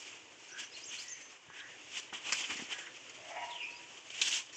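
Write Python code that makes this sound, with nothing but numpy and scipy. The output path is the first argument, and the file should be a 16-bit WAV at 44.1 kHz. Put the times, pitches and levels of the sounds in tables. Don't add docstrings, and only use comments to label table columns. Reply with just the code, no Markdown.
import sys
import numpy as np
from scipy import signal
from scipy.fft import rfft, irfft
from scipy.io import wavfile
from scipy.ndimage import uniform_filter1d, map_coordinates

SR = 44100
rng = np.random.default_rng(int(sys.argv[2]) if len(sys.argv) > 2 else 0)


def wav_record(signal):
    frames = np.transpose(np.atleast_2d(signal))
    bounded = np.clip(frames, -1, 1)
    quanta = np.round(bounded * 32767).astype(np.int16)
    wavfile.write(sys.argv[1], SR, quanta)


def invert_db(x):
    u = np.asarray(x, float) / 20
    return 10 ** u


N = 201404


def unit(x):
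    return x / np.sqrt(np.mean(x ** 2) + 1e-20)


def along(points, hz):
    point_hz, value = np.transpose(points)
    return np.interp(np.log(hz + 1), np.log(point_hz + 1), value)


def over_time(points):
    return np.interp(np.arange(N) / SR, *np.transpose(points))


def wobble(rate_hz):
    points = rng.standard_normal(int(N * rate_hz / SR) + 4)
    return map_coordinates(points, [np.arange(N) * rate_hz / SR])


def coloured(x, spectrum):
    gain = invert_db(along(spectrum, np.fft.rfftfreq(4096, 1 / SR)))
    cepstrum = irfft(np.log(gain + 1e-6))
    cepstrum[1:2048] *= 2
    cepstrum[2049:] = 0
    ring = irfft(np.exp(rfft(cepstrum)))[:2048]
    return signal.fftconvolve(x, ring)[:len(x)]


def patchy(patchy_db):
    z = signal.stft(rng.standard_normal(N + 512), nperseg=512)[2]
    field = uniform_filter1d(rng.standard_normal(z.shape), size=5, axis=0)
    field = uniform_filter1d(field, size=8, axis=1)
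    noise = signal.istft(z * invert_db(patchy_db * unit(field)), nperseg=512)[1]
    return unit(noise[:N])


# pitch_hz, time_to_fall_60_db_s
TREE_ECHO = [(500, 0.55), (1000, 0.96), (2600, 0.88), (6300, 0.54), (10000, 0.2)]


def among_trees(x, wet_db, shorten):
    hz, t, z = signal.stft(rng.standard_normal(SR), SR, nperseg=256)
    t60_s = shorten * along(TREE_ECHO, hz)[:, None]
    tail = signal.istft(z * invert_db(-60 * t / t60_s), SR, nperseg=256)[1]
    tail = tail / np.sqrt(np.sum(tail ** 2) * 0.56)
    return x + invert_db(wet_db) * signal.fftconvolve(x, tail)[:N]


# pitch_hz, level_db (per Hz)
YARD_COLOUR = [(18, -45), (30, -30.5), (120, -4), (212, -14), (296, -0.5), (606, -3.5), (1180, -11.5),
               (1300, -11.5), (2860, 0), (4190, -14.5), (7070, -7.5), (7970, -23), (8980, -58.5),
               (10300, -51.5), (19800, -45)]
# time_s, level_db
LULLS = [(0, 2), (1.27, -1.5), (1.4, -6.5), (1.52, -3), (1.7, 1), (3.96, 2), (4.03, -2), (4.1, 1.5),
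         (4.57, -4)]


def yard():
    breath_db = 0.8 * wobble(3) + over_time(LULLS)
    return invert_db(-59 + breath_db) * unit(coloured(patchy(patchy_db=1.5), YARD_COLOUR))


def crackle(per_s, spread_db):
    popping = rng.random(N) < per_s / SR
    size = np.minimum(rng.exponential(size=N), 4)
    sign = np.sign(rng.standard_normal(N))
    return unit(popping * invert_db(spread_db * size) * sign)


def pings(count, column_hz, scatter, cycles):
    draw = rng.random((count, 2))
    t = np.arange(600) / SR
    start = (draw[:, :1] * N).astype(int)
    hz = column_hz[start] * np.exp(scatter * rng.standard_normal((count, 1)))
    strength_db = -1.5 * np.log(draw[:, 1:] + 0.069)
    fade = invert_db(strength_db - 60 * t * hz / cycles)
    onset = 1 - np.exp(-t / 0.00012)
    ring = fade * onset * np.sin(2 * np.pi * hz * t)
    samples = (start + np.arange(len(t))).ravel()
    return unit(np.bincount(samples, ring.ravel(), N + len(t))[:N])


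def swell(strokes, rest_db, steep):
    t = np.arange(N) / SR
    power = invert_db(2 * rest_db)
    for peak_s, rise_s, fall_s, db in strokes:
        away = np.maximum((peak_s - t) / rise_s, (t - peak_s) / fall_s)
        power = power + invert_db(2 * (db - steep * 20 * away))
    return 10 * np.log10(power)


# peak_s, rise_s, fall_s, rustle_db,
# brightness_db
TUGS = [(0.599, 0.041, 0.089, -40, -3.5), (0.938, 0.071, 0.082, -41.5, -5.5), (1.98, 0.13, .1, -40.5, -4),
        (2.137, 0.011, 0.081, -36, -6.5), (2.276, 0.066, 0.55, -39, -6.5), (2.333, 0.038, 0.26, -37.5, 0),
        (2.507, 0.074, 0.37, -40.5, -4), (2.593, 0.042, 0.047, -43, -8), (2.728, 0.053, 0.028, -37.5, -7),
        (4.2, 0.16, .1, -44.5, -18), (4.216, 0.0034, 0.024, -31, 2), (4.282, 0.055, 0.13, -33.5, -0.5),
        (4.35, 0.2, 0.092, -34.5, -0.5), (2.44, 0.059, 0.019, -39, -18), (0.005, .1, 0.12, -51.5, 0.5),
        (1.03, 0.28, 0.16, -55.5, 4)]
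# peak_s, rise_s, fall_s, rustle_db, brightness_db
STIRS = [(.07, 0.11, .3, -50, -3), (.5, 0.28, 0.082, -54.5, 0), (.77, .1, 0.21, -51, -3),
         (1.17, 0.6, 0.42, -53, -2.5), (1.59, 0.1, 0.056, -48, -7), (1.89, 0.61, .2, -56, -5.5),
         (2.66, .2, 0.36, -58, -16), (2.788, 0.017, 0.14, -45.5, -4), (2.964, 0.08, 0.026, -47.5, -5.5),
         (3.3, 1.35, 4.5, -55, -3), (3.8, 1.9, 0.11, -57, -24), (3.978, 0.068, 0.038, -64, -9),
         (4.51, 0.22, .3, -54, -18), (4.56, 0.076, .3, -56.5, 3)]
# peak_s, rise_s, fall_s, level_db
NUDGES = [(2.129, 0.0037, 0.054, -38.5), (2.325, .005, 0.072, -46), (2.43, 0.05, 0.045, -49),
          (2.288, 0.08, 0.22, -47.5), (2.509, .05, 0.094, -43.5), (2.593, 0.021, 0.085, -45.5),
          (2.726, 0.082, 0.017, -48), (2.786, 0.0053, 0.026, -53.5), (2.8, 0.12, 0.35, -57)]
# time_s, pitch_hz
BLADE_PITCH = [(0, 2593), (1.0, 2737), (1.101, 2400), (1.9, 2555), (2.0, 2830), (2.3, 2777), (2.6, 2285),
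               (2.72, 2686), (4.1, 2680), (4.3, 3154), (4.57, 2900)]
# pitch_hz, level_db
LEAF_COLOUR = [(900, -50.5), (1500, -10), (2300, -1.5), (3000, 5), (3500, -1.5), (3900, -11.5), (4400, -52)]
# pitch_hz, level_db
EDGE_COLOUR = [(3300, -51.5), (4000, -6), (5200, -3), (6500, -1), (7500, -2), (8300, -15), (8900, -39),
               (9600, -53.5), (11000, -120)]
# pitch_hz, level_db
STALK_COLOUR = [(60, -52.5), (150, -13), (300, -2.5), (600, -6), (1000, 1.5), (1500, -2.5), (2000, -4),
                (2600, -69.5)]
# pitch_hz, level_db
DUST_COLOUR = [(7000, -56), (8800, 18), (10500, 5.5), (12000, 2), (15300, 6), (16000, -51.5)]
# pitch_hz, level_db
TREBLE_LOSS = [(20, 0), (7500, 0), (9500, -40), (11000, -80)]


def leaves():
    strokes = [*TUGS, *STIRS]
    rustle = [(*shape, db) for *shape, db, bright in strokes]
    sizzle = [(*shape, db + bright) for *shape, db, bright in strokes]
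    pushes = [(*shape, db - 18) for *shape, db, bright in strokes] + [*NUDGES]
    dust = [(*shape, -69.5 + (db + 41) + 2 * bright) for *shape, db, bright in TUGS]
    dust += [(*shape, db - 36.5) for *shape, db in NUDGES]
    rustle_db = swell(rustle, rest_db=-63.5, steep=1)
    sizzle_db = swell(sizzle, rest_db=-72, steep=1)
    stalk_db = swell(pushes, rest_db=-63.5, steep=1)
    dust_db = swell(dust, rest_db=-116, steep=1.45)

    pops = crackle(per_s=900, spread_db=1.5)
    blade_pings = pings(count=2500, column_hz=over_time(BLADE_PITCH), scatter=0.1116, cycles=92)
    edge_pings = pings(count=2500, column_hz=np.full(N, 6200), scatter=0.16, cycles=73)
    blade_hiss = coloured(0.26 * pops + patchy(patchy_db=1), LEAF_COLOUR)
    blades = coloured(unit(unit(blade_hiss) + 0.8 * blade_pings), TREBLE_LOSS)
    edges = unit(coloured(0.5 * pops + patchy(patchy_db=2) + 0.3 * edge_pings, EDGE_COLOUR))
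    stalks = unit(coloured(0.52 * pops + patchy(patchy_db=1.5), STALK_COLOUR))
    fine_dust = unit(coloured(0.3 * pops + patchy(patchy_db=1), DUST_COLOUR))

    bundle = invert_db(rustle_db) * blades + invert_db(sizzle_db) * edges + invert_db(stalk_db) * stalks
    flutter_db = 1.52 * wobble(25.026) + 1.2 * wobble(70)
    return invert_db(flutter_db) * (invert_db(-2) * bundle + invert_db(dust_db) * fine_dust)


def snaps(events, t60_s, crack, rise_s):
    out = np.zeros(N + SR)
    t = np.arange(SR // 8) / SR
    shape = crack * invert_db(-60 * t / 0.0011) + invert_db(-60 * t / t60_s)
    shape = shape * np.minimum(t / rise_s, 1)
    for start_s, db, bright_db, dull_db, blade_hz in events:
        burst = rng.standard_normal(len(t)) * shape
        leaf_colour = [(hz * blade_hz / 2900, gain) for hz, gain in LEAF_COLOUR]
        parts = [coloured(burst, colour) for colour in (leaf_colour, EDGE_COLOUR, STALK_COLOUR)]
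        blade, edge, stalk = [part / np.abs(part).max() for part in parts]
        sound = blade + invert_db(bright_db) * edge + invert_db(dull_db) * stalk
        out[round(start_s * SR):][:len(t)] += invert_db(db - 7.5) * sound
    return coloured(out[:N], TREBLE_LOSS)


# start_s, peak_db, bright_db, blade_hz
TEARS = [(0.453, -45, -13, 2880), (0.5786, -32.5, -15, 2850), (0.639, -46, -13, 2900),
         (0.9374, -61, -14, 2900), (0.9807, -39, -9, 2770), (1.5968, -34.5, -20, 3100),
         (1.9151, -37, -3, 2470), (1.9654, -25, -24, 2690), (2.0942, -39, -21, 2880),
         (2.145, -29, -19, 2980), (2.2663, -49, -16, 2560), (2.439, -24.5, -13.5, 2840),
         (2.4992, -22, -24, 2265), (2.5654, -28, -2, 2330), (2.7209, -38, -6, 2870),
         (2.8652, -33.5, -17, 1950), (2.938, -39, -8, 2910), (2.963, -43, -16, 2290),
         (3.049, -52, -33, 2960), (3.093, -38, 2.5, 2630), (3.9691, -38.5, -2, 2900),
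         (4.1428, -31.5, -19, 2870), (4.1754, -34, -1, 2950), (4.224, -34.5, 11.5, 3000),
         (4.2461, -26, -17, 3400), (4.2697, -30, -19, 2670), (4.335, -23, -9, 3270), (4.526, -38, 1, 2200)]


def tears():
    events = [(start_s, db, bright_db, -24, blade_hz) for start_s, db, bright_db, blade_hz in TEARS]
    return snaps(events, t60_s=0.053, crack=0, rise_s=0.0045)


def glide(row, peak, edge_db):
    start_s, length_s, from_hz, to_hz, db = row
    peak_hz = from_hz + peak * (to_hz - from_hz)
    return [(start_s, from_hz, db - edge_db),
            (start_s + peak * length_s, peak_hz, db),
            (start_s + length_s, to_hz, db - edge_db)]


def note(points, tones, rough_hz):
    s, hz, db = np.transpose(points)
    start = int(s[0] * SR)
    t = np.arange(start, min(int(s[-1] * SR), N)) / SR
    shake = 8 * uniform_filter1d(rng.standard_normal(N // 6), size=60)[:len(t)]
    phase = 2 * np.pi * np.cumsum(np.interp(t, s, hz) + rough_hz * shake) / SR
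    edges = np.clip(np.minimum(t - s[0], s[-1] - t) / 0.004, 0, 1)
    voice = sum(invert_db(gain_db) * np.sin(round(multiple) * phase) for multiple, gain_db in tones)
    out = np.zeros(N)
    out[start:][:len(t)] = edges * invert_db(np.interp(t, s, db) + 2.5) * voice
    return out


# start_s, length_s, from_hz, to_hz, peak_db
CAWS = [(.49, 0.15, 1510, 1720, -53.5), (1.0, .25, 2060, 1800, -61.5), (1.48, 0.26, 1650, 1800, -55),
        (2.69, .21, 1800, 1750, -53), (.58, 0.066, 2850, 2850, -51.5)]
CAW_PEAKS = (.5, .25, .5, .25, .3)
CAW_ROUGHNESS = (120, 100, 180, 250, 60)


def caws():
    calls = zip(CAWS, CAW_PEAKS, CAW_ROUGHNESS)
    dry_caws = sum(note(glide(row, peak, edge_db=11), [(1, 0)], rough_hz) for row, peak, rough_hz in calls)
    return among_trees(dry_caws, wet_db=-3.5, shorten=0.38)


# start_s, length_s, from_hz, to_hz, peak_db
TWITTER = [(.515, 0.022, 5320, 6340, -49.5), (.635, 0.027, 5360, 6500, -50.5),
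           (.71, 0.044, 4800, 5700, -58.5), (.734, .012, 3550, 4540, -51.5),
           (.744, .018, 4530, 4040, -50.5), (.775, .04, 4200, 4500, -68), (.81, .035, 4500, 5300, -55.5),
           (.888, 0.015, 6550, 5570, -47), (.836, .012, 4920, 6860, -44), (.98, .03, 3970, 5430, -46.5),
           (1.078, 0.014, 4800, 7330, -44), (4.53, 0.054, 5400, 6040, -53.5)]
# start_s, length_s, from_hz, to_hz, peak_db
FAR_CHIRPS = [(3.616, .04, 4700, 5600, -58), (3.7, .05, 4150, 4750, -64), (3.745, .028, 4750, 5000, -55)]
# start_s, length_s, from_hz, to_hz, peak_db
HELD = (1.16, .14, 6220, 6240, -60)
# after_start_s, share_of_held_pitch, level_db
HOOK = [(0, .82, -6), (.007, 1.1, -3), (.012, 1.17, -7), (.02, 1.125, -4), (.028, 1.03, -1), (.04, 1.0, 0),
        (.058, 1.0, -7), (.075, 1.0, -18)]
# start_s, stretch_factor, held_hz, level_db
HOOKS = [(0.851, 0.93, 6510, -47), (1.09, 1.0, 6190, -43)]


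def twitter():
    notes = [glide(row, peak=0.55, edge_db=6) for row in [*TWITTER, *FAR_CHIRPS, HELD]]
    for start_s, stretch, held_hz, db in HOOKS:
        notes.append([(start_s + stretch * after_s, share * held_hz, db + level_db)
                      for after_s, share, level_db in HOOK])
    song = sum(note(points, [(1, 0)], rough_hz=50) for points in notes)
    return among_trees(song, wet_db=-6.5, shorten=0.32)


# start_s, peak_db, pitch_hz
THUDS = [(0.619, -47, 302), (0.932, -52.5, 269), (1.482, -55.5, 163), (2.145, -54, 295), (2.339, -53, 306),
         (2.496, -40, 293), (2.515, -42, 298), (2.532, -44, 300), (2.556, -36.5, 290), (2.594, -40.5, 240),
         (2.621, -31, 276), (4.206, -45, 331),
         (1.478, -64, 94), (2.509, -58, 88), (2.588, -69, 100)]
# pitch_hz, level_db
MIC_BASS = [(20, -28), (45, -10.5), (90, 2.5), (20000, -3.5)]


def thuds():
    out = np.zeros(N + SR)
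    t = np.arange(SR // 8) / SR
    onset = 1 - np.exp(-t / 0.0047)
    for start_s, db, hz in THUDS:
        fade = invert_db(db + 3 - 60 * t * hz / 8)
        out[round(start_s * SR):][:len(t)] += fade * onset * np.sin(2 * np.pi * hz * t)
    return coloured(out[:N], MIC_BASS)


# start_s, peak_db, bright_db, dull_db, blade_hz
CRACKS = [(1.5004, -52, -19, 16, 2180), (2.3226, -15, 1.5, -9.5, 2480), (2.3304, -18.5, 6.5, -35, 2160),
          (2.7843, -30, -8, -9, 2490), (4.1036, -28.5, -5, -16, 3050), (4.2153, -13, -11, -22, 3590),
          (4.2184, -10.5, -3.5, -33, 2980), (4.3274, -22, -11, -23, 3380)]


def stalk_cracks():
    return snaps(CRACKS, t60_s=0.02, crack=2.5, rise_s=0.0001)


# start_s, length_s, from_hz, to_hz,
# peak_db
WHOOP = [(3.17, .42, 655, 680, -48), (3.281, 0.23, 690, 917.4, -47.5)]
STEP_PEAKS = (.45, .4)
# time_s, pitch_hz, level_db
WHOOP_TOP = [(3.35, 984, -63), (3.376, 966.6, -52), (3.435, 955, -46), (3.5, 948, -54.5), (3.66, 953, -63),
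             (3.715, 946, -73), (3.775, 963, -60.5), (3.83, 953, -72), (3.95, 955, -74)]
WHOOP_ROUGHNESS = (85, 120, 36)
# multiple_of_pitch, level_db
WHOOP_TONES = [(1, 0.5), (2, -5), (3, 0.5)]
# pitch_hz, level_db
THROAT = [(400, -9.5), (700, -0.5), (1000, 1), (1450, -15), (2200, -1.5), (2900, -8), (4000, -34)]


def whoop():
    steps = [glide(row, peak, edge_db=15) for row, peak in zip(WHOOP, STEP_PEAKS)] + [WHOOP_TOP]
    voice = sum(note(points, WHOOP_TONES, rough_hz) for points, rough_hz in zip(steps, WHOOP_ROUGHNESS))
    since_crest_s = np.arange(N) / SR - 3.435
    throb_db = 3 * np.cos(2 * np.pi * 16.26 * since_crest_s)
    return among_trees(coloured(invert_db(throb_db) * voice, THROAT), wet_db=-7, shorten=0.35)


# time_s, pitch_hz, level_db
WHISTLE = [(3.495, 4150, -68), (3.512, 3600, -53), (3.54, 3150, -55), (3.58, 2880, -50), (3.615, 2700, -44),
           (3.635, 2440, -49), (3.65, 2590, -50), (3.71, 2595, -58), (3.83, 2600, -70)]


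def whistle():
    return among_trees(note(WHISTLE, [(1, 0)], rough_hz=130), wet_db=-1, shorten=0.3)


def scene():
    near = among_trees(tears() + thuds() + stalk_cracks(), wet_db=-9, shorten=0.078)
    birds = caws() + twitter() + whoop() + whistle()
    return (yard() + leaves() + near + birds)[None]


def band_limit(x):
    return signal.sosfilt(signal.butter(12, 15500, fs=SR, output="sos"), x)


def record(dry):
    return band_limit(dry)


dry = scene()
out = record(dry)
wav_record(out)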